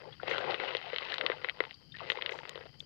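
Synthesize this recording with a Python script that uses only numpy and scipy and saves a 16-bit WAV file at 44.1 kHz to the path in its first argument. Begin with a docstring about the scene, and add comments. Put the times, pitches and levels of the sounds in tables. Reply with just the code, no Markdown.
"""Shallow pond: frogs scramble through the water, left of centre almost entirely.
Slaps and drips push a shared set of short, hollow resonances; sloshing rings them with clumps of
tiny random impacts. Bubbles are decaying sines of rising pitch, most of them tiny fizz.
A low-pass muffles all of these; bursts of spray noise stay crisp. Faint hiss and rumble lie beneath.
"""
import sys
import numpy as np
from scipy import signal
from scipy.fft import rfft, irfft
from scipy.io import wavfile

SR = 44100
rng = np.random.default_rng(int(sys.argv[2]) if len(sys.argv) > 2 else 0)


def unload_audio(sound):
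    """Save the sound as a 16-bit wav file, at the path given as the first command line argument."""
    columns = np.transpose(np.atleast_2d(sound))
    # keep every value between -1 and 1, then stretch to whole-number steps
    steps = np.round(np.clip(columns, -1, 1) * 32767)
    wavfile.write(sys.argv[1], SR, steps.astype(np.int16))


N = 125685


def undb(db):
    """Decibels to amplitude gain."""
    return 10 ** (np.asarray(db) / 20)


def unit(x):
    """Scale to rms 1."""
    return x / np.sqrt(np.mean(x ** 2))


def butter(x, hz, kind, order):
    """Butterworth low-pass or high-pass."""
    return signal.sosfilt(signal.butter(order, min(hz, .45 * SR), kind, fs=SR, output="sos"), x)


def noise(spectrum):
    """Gaussian noise of rms 1, shaped by (freq_hz, density_db) points joined over log frequency."""
    points_hz, points_db = np.array(spectrum).T
    freq_hz = np.maximum(np.arange(N // 2 + 1) * SR / N, 1)
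    gain = undb(np.interp(np.log(freq_hz), np.log(points_hz), points_db))
    return unit(irfft(rfft(rng.standard_normal(N)) * gain, N))


def add(out, start_s, x):
    """Mix x into out at start_s, cut at the end."""
    i = max(int(start_s * SR), 0)
    out[i:i + len(x)] += x[:max(N - i, 0)]


def ring(hz, t60_s, size=2048):
    """Damped sine of unit energy: one resonance struck once."""
    t = np.arange(size) / SR
    y = np.sin(2 * np.pi * hz * t) * np.exp(-np.log(1000) * t / t60_s)
    return y / np.sqrt(np.sum(y ** 2))


def level_at(hz, bands_hz, levels_db):
    """Level at one frequency, interpolated between bands over log frequency."""
    return np.interp(np.log(hz), np.log(bands_hz), levels_db)


# quiet floor spectrum: freq_hz, relative density_db (per Hz)
FLOOR_SPECTRUM = [(25, -15.5), (90, 6.5), (450, -15.5), (2000, -17), (4500, -21), (6000, -27.5)]
FLOOR_DB = -74.5


def floor():
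    """Steady shaped noise, drawn anew for each side."""
    return undb(FLOOR_DB) * noise(FLOOR_SPECTRUM)


# hiss spectrum: freq_hz, relative density_db (per Hz)
HISS_SPECTRUM = [(300, -2.5), (700, -13.5), (1000, -16), (1500, -16.5), (2700, -16.5), (3150, -0.5),
                 (3500, -25.5), (4200, -9), (4750, 0), (5300, -11), (5650, -21), (8000, -41)]
# rumble spectrum: freq_hz, relative density_db (per Hz)
RUMBLE_SPECTRUM = [(35, -24.5), (70, -4.5), (155, 6.5), (200, -9), (330, -13.5), (1100, -75.5)]
# rumble envelope: time_s, level_db
RUMBLE_LEVEL = [(0, -60), (.16, -55), (0.531, -54), (0.699, -61), (1.75, -62.5), (2.0, -51.5),
                (2.15, -63.5), (2.501, -58), (2.85, -56.5)]
HISS_DB = -60


def background():
    """Steady hiss plus low noise that swells and sinks."""
    time_s, level_db = np.array(RUMBLE_LEVEL).T
    rumble_gain = undb(np.interp(np.arange(N) / SR, time_s, level_db))
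    return undb(HISS_DB) * noise(HISS_SPECTRUM) + rumble_gain * noise(RUMBLE_SPECTRUM)


# bursts of flung spray: start_s, level_db, decay_s (to 1/e)
SPRITZES = [(0.298, -54.5, 0.022), (0.38, -55, 0.016), (1.138, -54.5, 0.01), (2.095, -56, 0.024),
            (2.309, -59, 0.06), (2.4945, -38, 0.0013), (2.794, -55.5, .015)]
# spray spectrum: freq_hz, relative density_db (per Hz)
SPRITZ_SPECTRUM = [(2500, -18), (6000, 0), (9500, -23), (15000, -33)]
SPRITZ_GRAIN_HZ = 244  # cutoff of the sputter


def spritzes():
    """Flung spray: decaying bright noise, sputtering under slower random modulation."""
    envelope, t = np.zeros(N), np.arange(N) / SR
    for start_s, level_db, decay_s in SPRITZES:
        add(envelope, start_s, undb(level_db) * np.exp(-t / decay_s))
    sputter = unit(butter(rng.standard_normal(N), SPRITZ_GRAIN_HZ, "low", order=2))
    return envelope * noise(SPRITZ_SPECTRUM) * sputter


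FIZZ_PER_S, FIZZ_DB, FIZZ_T60_S = 60, 0.5, 0.051  # FIZZ_DB: re sloshing
FIZZ_LOW_HZ, FIZZ_HIGH_HZ = 596.6, 2806


def fizz():
    """Tiny bubbles at random times, levels following the sloshing; rows as in BUBBLES."""
    time_s, bass_db, treble_db = np.array(SLOSH).T
    rows = []
    for when, pitch, size in rng.random((int(FIZZ_PER_S * N / SR), 3)):
        start_s = when * N / SR
        pitch_hz = FIZZ_LOW_HZ * (FIZZ_HIGH_HZ / FIZZ_LOW_HZ) ** pitch
        bands_db = [np.interp(start_s, time_s, band_db) for band_db in (bass_db, treble_db)]
        slosh_db = level_at(pitch_hz, SLOSH_BANDS_HZ, bands_db)
        rows.append((start_s, pitch_hz, slosh_db + FIZZ_DB + 10 * (size - .5), FIZZ_T60_S))
    return rows


# single bubbles: start_s, pitch_hz (at start), level_db (envelope peak before wobble), t60_s
BUBBLES = [(.06, 416, -37, 0.11), (0.121, 3240, -45, 0.049), (0.197, 1405, -36, 0.037),
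           (0.23, 733, -34.5, 0.022), (.271, 2070, -34.5, 0.036), (1.32, 1550, -31.5, .018),
           (1.74, 4540, -41, 0.022), (1.918, 3550, -45, 0.035), (1.94, 1760, -43, 0.12),
           (2.003, 1113, -38, 0.026), (2.013, 667, -28.5, 0.016), (2.184, 997, -35.5, 0.02),
           (2.803, 3440, -31.5, 0.01)]
BUBBLE_RISE_PER_S, BUBBLE_ATTACK_S = 3, 0.0034  # rise: fraction of start pitch per second
BUBBLE_ROUGH = .7  # rms of the level wobble, relative


def bubbles(size=5000):
    """Each bubble is a damped sine of rising pitch and unsteady level."""
    out, t = np.zeros(N), np.arange(size) / SR
    for start_s, pitch_hz, level_db, t60_s in list(BUBBLES) + fizz():
        wobble = 1 + BUBBLE_ROUGH * unit(butter(rng.standard_normal(size), pitch_hz / 6, "low", order=2))
        envelope = (1 - np.exp(-t / BUBBLE_ATTACK_S)) ** 2 * np.exp(-np.log(1000) * t / t60_s)
        envelope /= envelope.max()
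        phase = 2 * np.pi * np.cumsum(pitch_hz * (1 + BUBBLE_RISE_PER_S * t)) / SR
        add(out, start_s, undb(level_db) * envelope * wobble * np.sin(phase))
    return out


# hollow resonances, rung by slosh and slaps: freq_hz, t60_s, relative level_db
MODES = [(360, 0.016, -7), (509, 0.022, 1), (743, 0.006, -10), (989, 0.0035, -2), (1407, 0.0064, -2),
         (2018, 0.011, 2), (2616, 0.0088, -1.5), (3020, 0.0063, 1), (3880, 0.0034, -2)]
# sloshing envelope: time_s, bass_db, treble_db (before SLOSH_DB)
SLOSH = [(0, -50, -56), (.07, -42, -67), (.17, -70, -58), (.24, -45, -54), (.31, -31.5, -38),
         (.42, -34, -44.5), (.51, -28.5, -42), (.575, -40, -46), (.635, -31.5, -38.5), (.74, -41.5, -42),
         (.81, -54, -47.5), (.87, -46, -46), (1.03, -50, -44), (1.11, -40, -38.5), (1.18, -46, -49),
         (1.235, -32, -52), (1.32, -45, -47), (1.39, -49.5, -57), (1.44, -46.5, -48), (1.54, -53, -59),
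         (1.64, -50.5, -59), (1.713, -65, -57.5), (1.748, -78, -63.5), (1.905, -65.5, -103.5),
         (1.962, -82, -49), (2.02, -44, -51.5), (2.11, -43, -48.5), (2.19, -43, -51.5), (2.3, -39.5, -52.5),
         (2.48, -50.5, -55.5), (2.61, -46, -56.5), (2.7, -65, -69.5), (2.85, -61, -78)]
# bass and treble centres: freq_hz
SLOSH_BANDS_HZ = [520, 3040]
DROPS_PER_S, DROP_SPREAD_DB, SLOSH_DB = 2200, 2, -3.5  # impact rate at the strongest sloshing
THINNING = .85  # dB of rate per dB of effort
CLUMP_DB, CLUMP_HZ = 2.2, 55  # rms and cutoff of the clumping
WASH = .25  # steady noise, rms re impacts


def slosh():
    """Churned water: clumped impacts over a faint wash ring the modes; impacts thin out in calm."""
    t, curve, out = np.arange(N) / SR, np.array(SLOSH), np.zeros(N)
    time_s = curve[:, 0]
    effort_db = np.interp(t, time_s, curve[:, 1:].mean(axis=1))
    drops_per_s = DROPS_PER_S * undb(THINNING * (effort_db - effort_db.max()))
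    sizes = undb(DROP_SPREAD_DB * np.minimum(rng.exponential(size=N), np.pi))
    hits = rng.random(N) < drops_per_s / SR
    drops = hits * sizes / np.sqrt(drops_per_s)  # offsets the rate's effect on power
    clumps = undb(CLUMP_DB * unit(butter(rng.standard_normal(N), CLUMP_HZ, "low", order=2)))
    for freq_hz, t60_s, mode_db in MODES:
        impacts = unit(clumps * drops * rng.uniform(-1.12, 1, N))
        grain = unit(impacts + WASH * rng.standard_normal(N))
        levels_db = [level_at(freq_hz, SLOSH_BANDS_HZ, row[1:]) for row in curve]
        pushes = grain * undb(np.interp(t, time_s, levels_db) + mode_db + SLOSH_DB)
        out += signal.fftconvolve(pushes, ring(freq_hz, t60_s))[:N]
    return out


# single slaps and drips: start_s, thud_db, knock_db, ping_db, tick_db (before mode levels)
SLAPS = [(0.2314, -31.5, -43, -50, -49), (0.3123, -30, -39, -29.5, -38.5), (0.3815, -30, -29, -43, -34),
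         (0.4415, -33, -32, -41, -52.0), (0.509, -53, -47, -53, -35.5), (0.5432, -34, -34, -37.5, -34),
         (0.5997, -34.5, -32.5, -34.5, -41), (0.7499, -29.5, -35, -32.0, -33.5),
         (0.7684, -39.5, -60, -43, -33.5), (0.9318, -29.5, -38, -38.5, -51),
         (0.9615, -41.5, -39.5, -36, -34.5), (0.9838, -60, -32, -41.5, -31.5),
         (1.0205, -39.5, -35.5, -42, -57), (1.121, -61, -38, -44, -35.5), (1.1412, -59, -33.5, -36.0, -32),
         (1.1821, -56, -28, -47, -32.5), (1.211, -71, -29.5, -32, -33), (1.2637, -51, -30.5, -31, -26.5),
         (1.2992, -23.5, -28, -37, -40.5), (1.3175, -37.5, -32, -35.5, -44),
         (1.445, -37.5, -27, -32.5, -41.5), (1.487, -80.5, -44, -32, -46), (1.4958, -71, -42.5, -31, -35),
         (1.6045, -25.5, -27, -25.5, -34.5), (1.6381, -47, -34, -48, -46.5),
         (1.6514, -55, -42, -45.5, -48.0), (1.7094, -61, -72, -45.5, -47.5),
         (2.1005, -36.5, -34.5, -26.0, -28), (2.1185, -39, -34, -43, -33),
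         (2.1726, -35.5, -38.5, -41.5, -44.5), (2.2124, -53, -59, -37, -47), (2.222, -56, -43, -36.0, -34),
         (2.2613, -59, -39.5, -35.0, -31), (2.2929, -38.5, -40, -34.5, -41.5),
         (2.321, -39.5, -62, -38, -45), (2.3885, -46, -40, -42.5, -48.0), (2.453, -47.5, -39, -47, -54),
         (2.493, -50.5, -43.5, -45.5, -41.5), (2.5563, -38, -40, -55, -43.5), (2.5761, -41, -41, -57, -51)]
# thud, knock, ping and tick centres: freq_hz
SLAP_BANDS_HZ = [540, 1190, 2180, 3240]
SPRAY_DB, SPRAY_S = -8, 0.0058  # energy re the push; decay to 1/e
SLAP_S = 0.0079  # time over which a slap's level is taken
SLAP_DETUNE = .025  # rms, relative


def slaps():
    """Each slap is one impulse on the slightly detuned modes, trailed by a decaying spiky spray."""
    out = np.zeros(N)
    for start_s, *levels_db in SLAPS:
        detune = 1 + SLAP_DETUNE * rng.standard_normal(len(MODES))
        body = 0
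        for k, (freq_hz, t60_s, mode_db) in enumerate(MODES):
            gain = undb(mode_db + level_at(freq_hz, SLAP_BANDS_HZ, levels_db))
            body = body + (-1) ** k * gain * ring(freq_hz * detune[k], t60_s)
        t = np.arange(len(body)) / SR
        push = rng.standard_normal(len(t)) ** 3 * np.exp(-t / SPRAY_S)
        push *= undb(SPRAY_DB) / np.sqrt(np.sum(push ** 2))
        push[0] += 1
        add(out, start_s, signal.fftconvolve(body, push) * np.sqrt(SLAP_S * SR))
    return out


MUFFLE_HZ, LOW_CUT_HZ = 5010, 386


def muffle(water):
    """Steep low-pass dulls the water; high-pass thins it."""
    return butter(butter(water, MUFFLE_HZ, "low", order=6), LOW_CUT_HZ, "high", order=3)


RIGHT_DB, RIGHT_TOP_HZ = -31, 650


def scene():
    """Water, spray and background on the left, a dull trace on the right, a floor on each side."""
    left = muffle(slaps() + slosh() + bubbles()) + spritzes() + background()
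    right = undb(RIGHT_DB) * butter(left, RIGHT_TOP_HZ, "low", order=2)
    return np.array([side + floor() for side in (left, right)])


TOP_HZ = 15400


def record(dry):
    """Steep elliptic low-pass cuts the top."""
    return signal.sosfilt(signal.ellip(8, .2, 70, TOP_HZ, fs=SR, output="sos"), dry)


dry = scene()
out = record(dry)
unload_audio(out)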